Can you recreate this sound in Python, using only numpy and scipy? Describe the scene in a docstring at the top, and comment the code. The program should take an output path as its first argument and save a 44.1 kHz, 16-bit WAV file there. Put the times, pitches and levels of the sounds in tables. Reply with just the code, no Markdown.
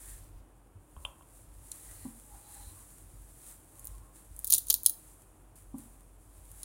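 """A wooden desk in a small room: a fabric glove is picked up and its hook-and-loop strap is peeled open
in three short rasps. Each hook that lets go snaps the stiff tape; desk top and walls echo it.
Around that, cloth rustles, fingers thud, hard taps sound, the hand bumps the desk,
and a low hum wavers under the room air."""
import sys
import numpy as np
from scipy import signal
from scipy.fft import rfft, irfft, next_fast_len
from scipy.io import wavfile
from scipy.ndimage import uniform_filter1d

SR = 44100
rng = np.random.default_rng(int(sys.argv[2]) if len(sys.argv) > 2 else 0)


def store_wav(level_fs):
    """Save 16-bit WAV to argv[1]."""
    pcm = np.round(np.clip(np.atleast_2d(level_fs), -1, 1) * 32767)
    wavfile.write(sys.argv[1], SR, pcm.T.astype(np.int16))


N = 293132
TIME = np.arange(N) / SR

# spectrum of the tape's snap: (frequency [Hz], gain [dB])
TAPE_SPECTRUM = [(200, -22), (1100, -28.5), (2100, -32.5), (2900, -16.5), (4050, -2.5), (5200, -8.5),
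                 (6600, 0), (8300, -10), (9300, 3.5), (10400, 2.5), (11400, -7.5), (13400, -6), (14600, -8),
                 (15800, -14)]
# pulls on the strap: (peak [s], build [s], release [s], small hooks [dB], crackle [dB])
STRAP_PULLS = [(4.487, 0.034, .01, -44, -57.5), (4.537, .019, .026, -27, -33),
               (4.714, 0.022, .04, -37.5, -40.5), (4.867, .017, 0.026, -35, -49.5)]


def undb(db):
    """Decibels to gain."""
    return 10 ** (np.asarray(db) / 20)


def unit(x):
    """Scale to rms 1."""
    return x / np.sqrt(np.mean(x ** 2))


def response(points, freqs_hz):
    """Gain from (frequency [Hz], gain [dB]) points; rolls off below the first."""
    hz, db = np.transpose(points)
    return undb(np.interp(np.log(freqs_hz + 1), np.log(hz), db)) * np.minimum(freqs_hz / hz[0], 1) ** 2


def colour(x, points):
    """Shape x by a spectrum; rms 1."""
    size = next_fast_len(len(x))
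    gain = response(points, np.fft.rfftfreq(size, 1 / SR))
    return unit(irfft(rfft(x, size) * gain, size)[:len(x)])


def walk(rate_hz):
    """Smooth random wander; rms 1."""
    hold = int(SR / rate_hz)
    steps = np.repeat(rng.standard_normal(N // hold + 1), hold)
    return unit(uniform_filter1d(steps, hold)[:N])


def add(out, at_s, x):
    """Mix x into out."""
    i = int(at_s * SR)
    out[i:i + len(x)] += x[:N - i]


def grains(rate_hz, spread_db):
    """Random clicks with log-normal size scatter."""
    hits = rng.random(N) < rate_hz / SR
    return hits * rng.standard_normal(N) * undb(spread_db * rng.standard_normal(N))


def ring(modes, rise_s):
    """Damped modes building up during a contact."""
    t = TIME[:SR // 2]
    body = sum(undb(db) * np.sin(2 * np.pi * hz * t) * np.exp(-np.log(1000) * t / t60_s)
               for hz, db, t60_s in modes)
    return body * (1 - np.exp(-(t / rise_s) ** 2))


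def effort(t, peak_s, build_s, release_s):
    """Hand movement: exponential rise to 1, then decay."""
    return np.exp(np.minimum((t - peak_s) / build_s, (peak_s - t) / release_s))


def background(air_db=-64, rumble_db=-4, hum_hz=48.4, hum_db=-2, rest_db=-61):
    """Room air, plus rumble and wavering hum that swell as the hands move."""
    # noise spectra: (frequency [Hz], gain [dB])
    air_spectrum = [(65, -41.5), (110, -0.5), (223, -11), (311, -4), (360, -10), (399, -12), (861, -14),
                    (1130, -17), (2100, -29.5), (2540, -28.5), (3470, -34), (4180, -43), (15800, -44.5)]
    rumble_spectrum = [(18, -24.5), (32, -14.5), (46, 8.5), (62, -16), (78, -4.5), (96, -1.5), (130, -15.5),
                       (220, -43.5)]
    # low swells: (centre [s], half width [s], level [dB])
    swells = [(.2, 0.086, -45), (.38, 0.041, -49.5), (1.07, 0.035, -51.5), (1.53, 0.11, -51.5),
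              (1.99, 0.093, -49.5), (2.35, 0.024, -50.5), (2.68, 0.11, -51), (3.14, 0.13, -52),
              (3.92, 0.087, -48.5), (4.33, .05, -52.5), (4.65, .22, -54.5), (5.821, 0.24, -57),
              (6.43, .14, -52)]
    air = colour(rng.standard_normal(N), air_spectrum) * undb(air_db + 0.5 * walk(5.2))
    pitch_hz = hum_hz + 1.08 * walk(5.5)
    hum = unit(np.sin(2 * np.pi * np.cumsum(pitch_hz) / SR)) * undb(hum_db + 0.6 * walk(5))
    rumble = undb(rumble_db) * colour(rng.standard_normal(N), rumble_spectrum)
    power = sum(undb(db) ** 2 * np.exp(-((TIME - at_s) / width_s) ** 2) for at_s, width_s, db in swells)
    return air + (hum + rumble) * np.sqrt(undb(rest_db) ** 2 + power)


def cloth(gain_db=-1, fibre_db=-8, flutter_db=0.93, rest_db=-73):
    """Sliding fabric hisses with each stroke; fibres catch at random."""
    # friction spectrum: (frequency [Hz], gain [dB])
    spectrum = [(300, -14.5), (1200, -11.5), (1800, -11), (2800, -15.5), (4100, -14.5), (5200, -16),
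                (6050, -11.5), (7300, -4), (9300, 2), (10500, 0), (11600, -4.5), (15800, -10.5)]
    # hand strokes over the glove: (peak [s], build [s], release [s], level [dB])
    strokes = [(.09, 0.15, 0.084, -47.5), (1.04, .13, 0.18, -59.5), (1.36, .08, .12, -58),
               (1.75, .13, 0.51, -51), (2.05, .22, 0.068, -52), (2.53, .2, 0.62, -51.5),
               (3.5, .14, 0.066, -50.5), (3.86, .2, 0.2, -56.5), (4.159, .02, .09, -55), (4.4, .1, .3, -56),
               (5.08, .3, 0.21, -57), (5.559, .003, 0.11, -56.5), (5.79, .025, 0.18, -56),
               (6.6, .24, 0.15, -55)]
    friction = rng.standard_normal(N) + undb(fibre_db) * unit(grains(rate_hz=700, spread_db=5))
    power = sum((undb(db) * effort(TIME, *timing)) ** 2 for *timing, db in strokes)
    envelope = np.sqrt(undb(rest_db) ** 2 + power)
    return colour(friction, spectrum) * envelope * undb(gain_db + flutter_db * walk(25))


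def rubs(q=16, flutter_db=3):
    """Fingers on fabric: dense tiny slips ring one resonance per rub."""
    # rubs: (start [s], length [s], resonance [Hz], level [dB])
    strokes = [(0, 0.2, 1780, -72), (1.654, 0.53, 1950, -76), (1.922, 0.19, 4230, -72),
               (2.201, 0.5, 826, -65.5), (2.38, 0.4, 4030, -72), (2.479, 0.21, 1760, -75),
               (2.68, 0.19, 1070, -72.5), (3.738, 0.43, 1070, -71)]
    out = np.zeros(N)
    for at_s, length_s, hz, db in strokes:
        slips = grains(rate_hz=2500, spread_db=2.5)
        resonance = unit(signal.lfilter(*signal.iirpeak(hz, q, fs=SR), slips))
        rub = resonance * undb(db + flutter_db * walk(26.1))
        fade = signal.windows.tukey(int(length_s * SR), .5)
        add(out, at_s, rub[:len(fade)] * fade)
    return out


def thuds(t60_s=0.19):
    """Fingers shifting grip give low, damped thuds."""
    # grip shifts: (time [s], level [dB], pitch [Hz])
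    grips = [(.365, -42, 40.7), (0.755, -42.5, 95.3), (0.969, -39.5, 70), (2.67, -41, 72.5),
             (3.135, -47.5, 99), (4.307, -46.5, 76)]
    out = np.zeros(N)
    for at_s, db, hz in grips:
        add(out, at_s, ring([(hz, db, t60_s)], rise_s=0.0021))
    return out


def taps(bright_above_hz=2000):
    """Hard contacts, as of plastic on wood, ring high and short."""
    # contacts: (time [s], level [dB], upper-mode gain [dB])
    contacts = [(0.965, -33, -20), (1.0504, -24, 3), (1.209, -37.5, -22), (1.222, -54.5, -1)]
    # modes of the tapped object: (frequency [Hz], level [dB], t60 [s])
    object_modes = [(64.6, -22, 0.25), (583, -18, 0.032), (1063, -4.5, 0.015), (1270, -5, 0.0072),
                    (2840, 10, 0.0069), (3100, 4, 0.013), (3470, -17.5, 0.043), (7700, -24, 0.022),
                    (9960, -12, 0.017)]
    out = np.zeros(N)
    for at_s, db, bright_db in contacts:
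        modes = [(hz, mode_db + bright_db * (hz > bright_above_hz), t60_s)
                 for hz, mode_db, t60_s in object_modes]
        add(out, at_s, undb(db) * ring(modes, rise_s=0.0012))
    return out


def snap(body_db, top_db, crack_s=0.00029, rattle_s=0.0042, rattle_db=-21, body_s=0.0027, lag_s=.0022):
    """One hook lets go: bright crack, faint trailing rattle, short lower ring of the tape body."""
    size = 2048
    t, hz = TIME[:size], np.fft.rfftfreq(size, 1 / SR)
    crack = t / crack_s * np.exp(-t / crack_s) + undb(rattle_db) * np.exp(-t / rattle_s)
    bursts = np.array([np.exp(-t / body_s), crack, crack]) * np.sign(rng.standard_normal((3, size)))
    # low bending waves travel slower: downward chirp
    delay_s = lag_s * (np.sqrt(3000 / np.maximum(hz, 3000)) - np.sqrt(3000 / SR * 2))
    tape = response(TAPE_SPECTRUM, hz) * np.exp(-2j * np.pi * np.cumsum(delay_s) * SR / size)
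    # hook position sets the shares of body, middle and top
    body = np.interp(hz, [5500, 8000], [1, 0])
    top = np.interp(hz, [10800, 12400], [0, 1])
    bands = irfft(rfft(bursts) * tape * np.array([body, 1 - body - top, top]))[:, :size // 2]
    energy = np.sum(bands ** 2, axis=1, keepdims=True) / (SR / 1000)
    return undb([body_db, 0, top_db]) @ (bands / np.sqrt(energy))


def strap(lead_s=.0005):
    """Strong hook snaps over small ones and the crackle of the peeling edge."""
    # strong hooks letting go or catching cloth:
    # (time [s], mid level [dB], body re mid [dB], top re mid [dB])
    hooks = [(1.7169, -30, -10.5, -14), (3.7952, -40.5, -35, -6), (3.845, -39, -24, -6),
             (3.8537, -39, -27, 5), (3.8714, -34, -18.5, -2), (4.3646, -40.5, -32, -6.5),
             (4.3914, -32.5, -33, -2.5), (4.4455, -27, -13, 4), (4.4708, -32, -15.5, 5.5),
             (4.476, -27.5, -18.5, -1.5), (4.502, -25.5, -4, 8.5), (4.506, -20.5, -13.5, 3),
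             (4.5204, -23, -10, -4), (4.524, -14, -6, 1.5), (4.5302, -20.5, -3.5, 1.5),
             (4.5372, -8, -17.5, -13), (4.546, -21, -15, 6), (4.5496, -19.5, -6.5, -12),
             (4.5806, -22.5, -13.5, -7.5), (4.5839, -25, -10.5, 6.5), (4.6698, -36.5, -15, -1),
             (4.685, -31, -20, -5), (4.701, -14.5, -10, -1.5), (4.7043, -21.5, 5, 9.5),
             (4.7281, -25, -20.5, 1.5), (4.7415, -16.5, -8, 3), (4.8337, -33, -23, 4),
             (4.8617, -10.5, -10, 0.5), (4.8633, -10.5, -14, -14), (4.896, -23, -15, 2.5),
             (5.5568, -54, -20, -1), (5.7836, -43, -24, 1), (6.5159, -43.5, -23, -4),
             (6.632, -31, -10.5, -9)]
    out = np.zeros(N)
    for at_s, db, body_db, top_db in hooks:
        add(out, at_s - lead_s, undb(db) * snap(body_db, top_db))
    peeling = sum(undb(db) * effort(TIME, *timing) for *timing, _, db in STRAP_PULLS)
    crackle = colour(grains(rate_hz=2000, spread_db=2.5), TAPE_SPECTRUM)
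    return out + small_hooks() + peeling * crackle


def bumps():
    """Hand and glove softly ring the desk panel."""
    # soft contacts: (time [s], level [dB])
    contacts = [(2.05, -30), (2.0622, -35), (5.7397, -28.5), (5.778, -41.5)]
    # panel modes: (frequency [Hz], level [dB], t60 [s])
    desk_modes = [(116, -30, 0.077), (185, -8, 0.094), (238.7, 5, 0.05), (263, 0, 0.063),
                  (584, -14.5, 0.037), (789, -10, 0.037), (989, -10.5, 0.031), (1146, -23.5, 0.096)]
    out = np.zeros(N)
    for at_s, db in contacts:
        add(out, at_s, undb(db) * ring(desk_modes, rise_s=0.0062))
    return out


def small_hooks(per_pull=10, time_stretch=1.3, effort_exponent=0.32, scatter_db=1.5, body_db=-11):
    """Hook rows give way at uneven steps, louder where the pull is hardest."""
    out = np.zeros(N)
    for peak_s, build_s, release_s, db, _ in STRAP_PULLS:
        progress = (np.arange(per_pull) + rng.random(per_pull)) / per_pull
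        for at_s in peak_s + time_stretch * (progress * (build_s + release_s) - build_s):
            size_db, body_shift_db, top_db = scatter_db * rng.standard_normal(3)
            gain = undb(db + size_db) * effort(at_s, peak_s, build_s, release_s) ** effort_exponent
            add(out, at_s, gain * snap(body_db + body_shift_db, top_db))
    return out


def room(x, high_db, low_db, echo_db, high_t60_s=0.29, low_t60_s=0.44, split_hz=1600, echo_s=0.0083):
    """One desk-top echo, then a diffuse wall tail whose lows last longer."""
    t = TIME[:SR // 2]
    impulse = np.zeros(len(t))
    for kind, db, t60_s in (("high", high_db, high_t60_s), ("low", low_db, low_t60_s)):
        tail = rng.standard_normal(len(t)) * np.exp(-np.log(1000) * t / t60_s) * (t > echo_s)
        band = signal.butter(4, split_hz, kind, fs=SR, output="sos")
        impulse += undb(db) * signal.sosfilt(band, tail / np.sqrt(np.sum(tail ** 2)))
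    impulse[0] += 1
    impulse[int(echo_s * SR)] += undb(echo_db)
    return signal.fftconvolve(x, impulse)[:N]


def scene():
    """Mono mix: glove close by, taps with more low reverb, thuds and background dry."""
    glove = room(strap() + cloth() + rubs() + bumps(), high_db=-17.5, low_db=-6.5, echo_db=-15)
    tapping = room(taps(), high_db=-19.5, low_db=-2.5, echo_db=-21)
    return (glove + tapping + thuds() + background())[None]


def record(dry, ceiling=.85, cutoff_hz=15900):
    """Clip the highest peaks, then low-pass."""
    lowpass = signal.ellip(10, .2, 70, cutoff_hz, fs=SR, output="sos")
    return signal.sosfilt(lowpass, np.clip(dry, -ceiling, ceiling))


dry = scene()
out = record(dry)
store_wav(out)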